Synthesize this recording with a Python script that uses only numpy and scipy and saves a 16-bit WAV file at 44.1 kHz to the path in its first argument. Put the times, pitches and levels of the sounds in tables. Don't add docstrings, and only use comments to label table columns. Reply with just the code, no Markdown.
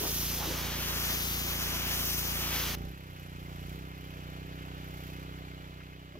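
import sys
import numpy as np
from scipy import signal
from scipy.fft import rfft, irfft, next_fast_len
from scipy.io import wavfile
from scipy.ndimage import uniform_filter1d

SR = 44100
rng = np.random.default_rng(int(sys.argv[2]) if len(sys.argv) > 2 else 0)


def to_wav(sig):
    pcm = np.clip(np.atleast_2d(sig), -1, 1) * 32767
    pcm = np.round(pcm).astype(np.int16)
    wavfile.write(sys.argv[1], SR, pcm.T)


def natural_amplitude(level_db):
    exponent = np.asarray(level_db, float) / 20
    return 10 ** exponent


N = 272979
PAD = next_fast_len(N + 4096)

# [f/Hz, density/dB per Hz]
SPRAY_SPECTRUM = [(150, -5), (330, -8), (700, -10), (1200, -7), (2000, -8), (3200, -4.5), (4200, -8),
                  (6300, -5.5), (7400, -17.5), (8200, -19), (10500, -12), (12500, -5.5), (13700, -6),
                  (15800, -6)]
# [t/s, nozzle nearness/dB, impact force/dB]
WAND_MOTION = [(0, 2, -2), (.14, 3, -5.5), (.25, 2, -4), (.36, 0.3, -6), (.47, -2.5, -0.5), (.66, -4.5, 1),
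               (.88, -0.8, 2), (1.12, 2.5, 2.5), (1.31, 0.7, 0.6), (1.64, 0, 2), (1.82, -1, 4.5),
               (2.1, 3.5, -1.5), (2.49, -1, 2.8), (2.56, 0, 4), (2.74, -1.5, 2)]
# [f/Hz, share of nearness, share of force]
SPRAY_RESPONSE = [(400, -0.25, 0.43), (800, -0.25, 0.55), (2000, -0.037, 0.86), (5670, 0.68, 0),
                  (12500, 0.91, 0)]
# [t/s, left port lag/ms]
IMPACT_LAG = [
    (0, 0.081),
    (.5, .016),
    (1.1, -.16),
    (1.3, -0.21),
    (1.6, -.135),
    (2.1, -.12),
    (2.3, -.15),
    (2.7, -0.0031),
]
# [f/Hz, share common to both ports, left-right level/dB ahead, slope/dB per ms of lead]
JET_IMAGE = [(300, 0.84, -2, -6), (1300, 0.38, -2.5, 5), (2830, 0.75, 0.7, 5), (4000, 0.85, -2.2, 15.5),
             (5630, 0.59, 1.7, 13), (8010, 0.52, 10.5, 5), (9300, 0.046, -6, 6), (12100, 0.033, 1.5, 17)]
# [t/s, level/dB, centre f/Hz]
ROOF_DRUMMING = [
    (.037, -37.5, 368),
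    (.054, -43.5, 670),
    (.058, -46.5, 1120),
    (.1, -45.5, 400),
    (.387, -47.5, 470),
    (.428, -41, 745),
    (.43, -47, 1200),
    (.49, -41, 323),
    (.528, -43, 400),
]
# [t/s, rate/cycles per s]
ENGINE_SPEED = [(0, 28.72), (2.79, 28.72), (2.85, 30.8), (2.94, 33.5), (3.1, 31.3), (3.2, 30.3),
                (3.45, 30.2), (3.62, 29.7), (3.78, 31.9), (3.92, 31.9), (4.2, 30.7), (4.4, 31.3),
                (4.62, 31.4), (4.85, 31.05), (5.45, 31.55), (5.62, 30.9), (5.85, 31.4), (6.19, 31.2)]
# [t/s, level/dB re full]
THROTTLE = [
    (0, 0),
    (2.86, 0),
    (2.97, -7),
    (3.14, -7.5),
    (3.4, -4.7),
    (3.71, -2.2),
    (3.95, -6),
    (4.34, -4.2),
    (5.1, -4.2),
]
ENGINE_CYCLE = [(-.0075, .0007, 0, -.65, 1.), (-.0033, .0009, .75, -.1, 1.), (-.0008, .0008, 1.45, 1.2, .5),
                (-.0004, .00022, .55, .15, 1.), (.00075, .0012, -.65, -1.7, 1.2),
                (.0032, .0016, .35, -.85, 1.), (.0047, .0006, .35, .45, 1.), (.0088, .0007, -.4, -.85, 1.),
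                (.0105, .0015, 1.5, 1.0, .6), (.0148, .0018, .05, -1.0, 1.), (.0195, .0016, .25, -1.05, 1.),
                (.0239, .0018, .6, 0, 1.)]
STARVED_SHARE = [0, 0, .5, .5, 1, 0, 0, 0, 0, 0, -3.2, 0]
# [f/Hz, t60/s, level/dB idling, level/dB loaded]
PIPE_MODES = [(281.8, 0.27, -22.5, -29.5), (307.5, 0.33, -67, -16.5), (343.5, 0.37, -50, -29),
              (407.4, 0.14, -18, -12.5), (488, 0.1, -20, -60), (568.7, 0.15, -26.5, -18),
              (653, 0.28, -28, -35.5), (778, 0.32, -33, -25), (843, 0.16, -41, -22)]
PIPE_NULL = 250, 14, .4
# [f/Hz, density/dB per Hz]
CLATTER_SPECTRUM = [(150, -24), (300, -16), (500, -9), (900, -11), (1300, -7), (2200, -14), (3300, -13.5),
                    (4800, -20.5), (7000, -24.5), (8700, -35), (10300, -30), (12000, -23.5), (13200, -23.5),
                    (15800, -24)]
# [f/Hz, width/Hz, level/dB]
SHROUD_MODES = [(2108, 33, -13.5), (2353, 36, -17.5), (2550, 6.7, -19), (2840, 14, -27), (2900, 21, -19)]
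# [f/Hz, share common to both ports]
CASING_LIKENESS = [(300, 0.99), (1000, 0.98), (3000, 0.68), (7000, 0.081), (15000, 0.098)]
# [f/Hz, left-right level/dB]
CASING_BALANCE = [(300, -3.5), (2500, -1), (4800, -3.5), (7200, 12.5), (9000, 14), (12000, -1), (15500, -1)]
# [centre t/s, length/s, tick level/dB, hiss lift/dB]
VALVE_SPELLS = [
    (2.79, 0.062, -59, -2),
    (3.3, 0.27, -67, 1.5),
    (3.7, 0.075, -65, 3),
    (4.105, 0.19, -66.5, 0.7),
    (5.02, 0.13, -60.5, 3.5),
]
# [f/Hz, width/Hz, level/dB]
TICK_MODES = [(11900, 1000, 0), (14500, 1500, -7), (9700, 700, -10), (5600, 900, -9)]
# [t/s, peak level/dB, ring f/Hz]
KNOCKS = [
    (5.802, -53, 1000),
    (5.805, -50, 1700),
    (5.809, -48, 2500),
    (5.812, -50, 1350),
    (5.817, -49, 2000),
    (6.154, -43, 610),
    (6.155, -52, 1100),
    (6.150, -46, 340),
    (6.166, -48, 260),
    (6.174, -46, 430),
]

TRIGGER_S, COLLAPSE_S = 2.751, .013
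DRUM_S, DRUM_WIDTH = 0.022, 0.53
ENGINE_LAG_SAMPLES = 17
EXHAUST_DB, IDLE_BELOW_DB, OVERRUN = -39, -4.5, 1.2
PIPE_DAMPED_DB = 8
CLATTER_DB, CLATTER_FOLLOWS, AIR_DB, AIR_FOLLOWS = -56.5, 0.31, -65.5, 0.55
TICK_FLOOR_DB = -66
SETTLE_DB, SETTLE_S = -3.5, 0.88
RISE_DB, RISE_S = -3, .15
FADE_FROM_S, FADE_DB_PER_S, CASING_FADES = 5.26, -7.5, 0.72
KNOCK_CYCLES = 36
CUTOFF_HZ = 15900


def rms_one(x):
    return x / np.sqrt(np.mean(x ** 2) + 1e-20)


def in_time(rows):
    s, *columns = np.transpose(rows)
    return [np.interp(np.arange(N) / SR, s, c) for c in columns]


def at_hz(rows, hz, axis=1):
    table = np.array(rows)
    return np.interp(np.log(hz), np.log(table[:, 0]), table[:, axis])


def drift(rate_hz):
    r = np.exp(-80 * np.pi * rate_hz / SR)
    slow = signal.lfilter([1], [1, -2 * r, r * r], rng.standard_normal(N // 40 + 2002))[2000:]
    return np.interp(np.arange(N) / 40, np.arange(len(slow)), rms_one(slow))


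def resonance(x, hz, width_hz):
    r = np.exp(-np.pi * width_hz / SR)
    poles = [1, -2 * r * np.cos(2 * np.pi * hz / SR), r * r]
    return signal.lfilter([(1 - r * r) / 2, 0, (r * r - 1) / 2], poles, x)


def passed(x, hz, kind, order=2):
    return signal.sosfilt(signal.butter(order, hz, kind, fs=SR, output="sos"), x)


def bands(spectrum, white):
    hz = np.arange(1, PAD // 2 + 2) * SR / PAD
    coloured = rfft(white) * natural_amplitude(at_hz(spectrum, hz)) * (hz > 150)
    coloured = coloured / np.sqrt(np.mean(np.abs(coloured) ** 2) / PAD)
    for centre_hz in 250 * 2 ** np.arange(0, 6.6, .5):
        away = np.clip(2 * np.log2(hz / centre_hz), -1, 1)
        yield centre_hz, irfft(coloured * np.cos(away * np.pi / 2) ** 2, PAD)[:, :N]


def late(x, lag_samples):
    fine = signal.resample_poly(x, 4, 1)
    return np.interp((np.arange(N) - lag_samples) * 4, np.arange(len(fine)), fine)


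def jet():
    (near_db, force_db), (lag_ms,) = in_time(WAND_MOTION), in_time(IMPACT_LAG)
    white = rng.standard_normal((3, PAD))
    drop_sizes = natural_amplitude(3.5 * rng.exponential(1, PAD) - 16.0) * rng.choice([-1, 1], PAD)
    white[0] += (rng.random(PAD) < 900 / SR) * drop_sizes
    direct, diffuse = np.zeros((2, N)), np.zeros((2, N))
    flutter_db = .5 * drift(8.6) + .5 * drift(90)
    for hz, (common, *own) in bands(SPRAY_SPECTRUM, white):
        change_db = at_hz(SPRAY_RESPONSE, hz) * near_db + at_hz(SPRAY_RESPONSE, hz, axis=2) * force_db
        pan_db = at_hz(JET_IMAGE, hz, axis=2) - at_hz(JET_IMAGE, hz, axis=3) * lag_ms
        band_db = change_db + flutter_db + 0.71 * drift(15.0)
        gain = natural_amplitude(band_db + pan_db / 2 * np.array([[1], [-1]]))
        share = np.clip(at_hz(JET_IMAGE, hz), 0, 1)
        direct += gain * np.sqrt(share) * common
        diffuse += gain * np.sqrt(1 - share) * np.array(own)
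    direct[0] = late(direct[0], lag_ms * SR / 1000)
    after_s = np.maximum(np.arange(N) / SR - TRIGGER_S, 0)
    spray = (direct + diffuse) * natural_amplitude(-60 * after_s / COLLAPSE_S)
    echo = passed(diffuse, 5000, "low") * natural_amplitude(-14 - 60 * after_s / .5) * (after_s > 0)
    return natural_amplitude(-32.5) * (spray + echo)


def drumming():
    out, span = np.zeros((2, N)), SR * 7 // 10
    t = np.arange(span) / SR
    for s, db, hz in ROOF_DRUMMING:
        common, left, right = rng.standard_normal((3, span))
        noise = common + 0.54 * np.array([left, right])
        for _ in range(2):
            noise = resonance(noise, hz, DRUM_WIDTH * hz)
        out[:, :span] += natural_amplitude(db) * np.exp(-.5 * ((t - s) / DRUM_S) ** 2) * rms_one(noise)
    return out


def strokes(per_s):
    turns = np.cumsum(per_s * (1 + .001 * drift(10))) / SR + .3
    return np.r_[-round(.3 * SR / per_s[0]), np.flatnonzero(np.diff(np.floor(turns)) > 0)]


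def train(at, sizes, delay_s=0.):
    out = np.zeros(N + SR)
    out[at + round(delay_s * SR)] = sizes
    return out[:N]


def exhaust(at, level_db, load):
    chance = rng.standard_normal((len(at), len(ENGINE_CYCLE) + 1))
    t = np.arange(-300, 301) / SR
    wave, load = np.zeros(N), load[np.maximum(at, 0)]
    pull, shut = np.maximum(load, 0), np.minimum(load, 0)
    for k, (s, width_s, idling, loaded, spread_db) in enumerate(ENGINE_CYCLE):
        starved = shut * idling * STARVED_SHARE[k]
        sizes = (idling + (loaded - idling) * pull + starved) * natural_amplitude(spread_db * chance[:, k])
        wave += signal.fftconvolve(train(at, sizes, s), np.exp(-.5 * (t / width_s) ** 2), "same")
    for hz, t60_s, idling_db, loaded_db in PIPE_MODES:
        r, w = natural_amplitude(-60 / (t60_s * SR)), 2 * np.pi * hz / SR
        blow_db = idling_db + (loaded_db - idling_db) * pull + PIPE_DAMPED_DB * shut + chance[:, -1]
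        blows = passed(train(at, natural_amplitude(blow_db), -.002) + 1e-18, 1660, "low")
        wave += signal.lfilter([0, np.sin(w)], [1, -2 * r * np.cos(w), r * r], blows)
    null_hz, null_width_hz, null_share = PIPE_NULL
    wave = wave - null_share * resonance(wave, null_hz, null_width_hz)
    wave = passed(wave - uniform_filter1d(wave, 4200), 8, "high", order=1)
    wave = natural_amplitude(level_db - 1.5) * wave / np.sqrt(uniform_filter1d(wave ** 2, 8000))
    return np.array([late(wave, ENGINE_LAG_SAMPLES) * natural_amplitude(0.5), wave * natural_amplitude(2.46)])


def clatter(at, level_db, hiss_db):
    blows = train(at, 1.0, 0.0083) + train(at, 0.16, 0.02)
    swell = signal.lfilter([1], [1, -np.exp(-1 / (0.0062 * SR))], blows)
    direct, diffuse = np.zeros((2, N)), np.zeros((2, N))
    together = drift(2.8)
    for hz, (common, *own) in bands(CLATTER_SPECTRUM, rng.standard_normal((3, PAD))):
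        share = np.clip(at_hz(CASING_LIKENESS, hz), 0, 1)
        airy = np.clip(np.log2(hz / 3500), 0, 1)
        db = level_db + airy * (hiss_db - level_db + 5.0) + .5 * together + 1.0 * drift(30)
        gain = natural_amplitude(db + 8 + at_hz(CASING_BALANCE, hz) / 2 * np.array([[1], [-1]]))
        direct += gain * np.sqrt(share) * common
        diffuse += gain * np.sqrt(1 - share) * np.array(own)
    white = rng.standard_normal(N)
    for hz, width_hz, db in SHROUD_MODES:
        ring = rms_one(resonance(white, hz, width_hz))
        direct += natural_amplitude(level_db + 8.5 + db + 0.62 * drift(13.0)) * ring
    direct[0] = late(direct[0], ENGINE_LAG_SAMPLES)
    return direct * (0.79 + 0.85 * swell) + diffuse


def valve_ticks(at, level_db):
    chance = rng.standard_normal((len(at), 4))
    hits = train(at, natural_amplitude(1.5 * chance[:, 0]), .0088)
    hits += train(at, natural_amplitude(3 * chance[:, 1] - 7), .0135)
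    hits += train(at, natural_amplitude(3 * chance[:, 2] - 5), .018)
    hits += train(at, natural_amplitude(3 * chance[:, 3] - 8), .026)
    decay = signal.lfilter([1], [1, -np.exp(-1 / (.002 * SR))], hits + 1e-18)
    bursts = decay * rng.standard_normal((4, N))
    tick = np.zeros(N)
    for burst, (hz, width_hz, db) in zip(bursts, TICK_MODES):
        tick += natural_amplitude(db) * resonance(resonance(burst, hz, width_hz), hz, width_hz)
    tick = natural_amplitude(level_db) * rms_one(tick)
    return np.array([late(tick, ENGINE_LAG_SAMPLES) * natural_amplitude(-13.0), tick])


def spells():
    t = np.arange(N) / SR
    tick, lift_db = natural_amplitude(TICK_FLOOR_DB), 0
    for s, length_s, tick_db, hiss_db in VALVE_SPELLS:
        bell = np.exp(-.5 * ((t - s) / length_s) ** 2)
        tick = tick + natural_amplitude(tick_db) * bell
        lift_db = lift_db + hiss_db * bell
    return 20 * np.log10(tick), lift_db


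def knocks():
    out = np.zeros(N)
    for s, db, hz in KNOCKS:
        start = round(s * SR)
        t = np.arange(N - start) / SR
        out[start:] += natural_amplitude(db - 60 * t * hz / KNOCK_CYCLES) * np.sin(2 * np.pi * hz * t)
    return out


def rumble(exhaust_db):
    white = rng.standard_normal((2, N))
    wide = natural_amplitude(exhaust_db - 21) * rms_one(passed(white, [60, 260], "band"))
    return wide + natural_amplitude(exhaust_db - 41) * rms_one(passed(white[0], [18, 45], "band"))


def scene():
    (per_s,), (throttle_db,), t = in_time(ENGINE_SPEED), in_time(THROTTLE), np.arange(N) / SR
    opening = np.clip(1 - throttle_db / IDLE_BELOW_DB, -1, 1)
    load = opening ** 2 * np.where(opening > 0, 1, -OVERRUN)
    fade_db = FADE_DB_PER_S * np.maximum(t - FADE_FROM_S, 0) + RISE_DB * np.maximum(1 - t / RISE_S, 0)
    exhaust_db = EXHAUST_DB + throttle_db + fade_db
    tick_db, lift_db = spells()
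    settling_db = SETTLE_DB * np.exp(-np.maximum(t - TRIGGER_S, 0) / SETTLE_S)
    clatter_db = CLATTER_DB + settling_db + CLATTER_FOLLOWS * throttle_db + CASING_FADES * fade_db
    hiss_db = AIR_DB + AIR_FOLLOWS * throttle_db + lift_db + CASING_FADES * fade_db
    at = strokes(per_s)
    engine = exhaust(at, exhaust_db, load)
    engine += clatter(at, clatter_db, hiss_db)
    engine += valve_ticks(at, tick_db + fade_db)
    return jet() + drumming() + engine + knocks() + rumble(exhaust_db)


def top_cut(x):
    return signal.sosfilt(signal.butter(12, 15930, fs=SR, output="sos"), x)


def record(dry):
    steep = signal.cheby2(16, 70, CUTOFF_HZ + 400, fs=SR, output="sos")
    mix = signal.sosfilt(steep, dry)
    return top_cut(mix)


dry = scene()
out = record(dry)
to_wav(out)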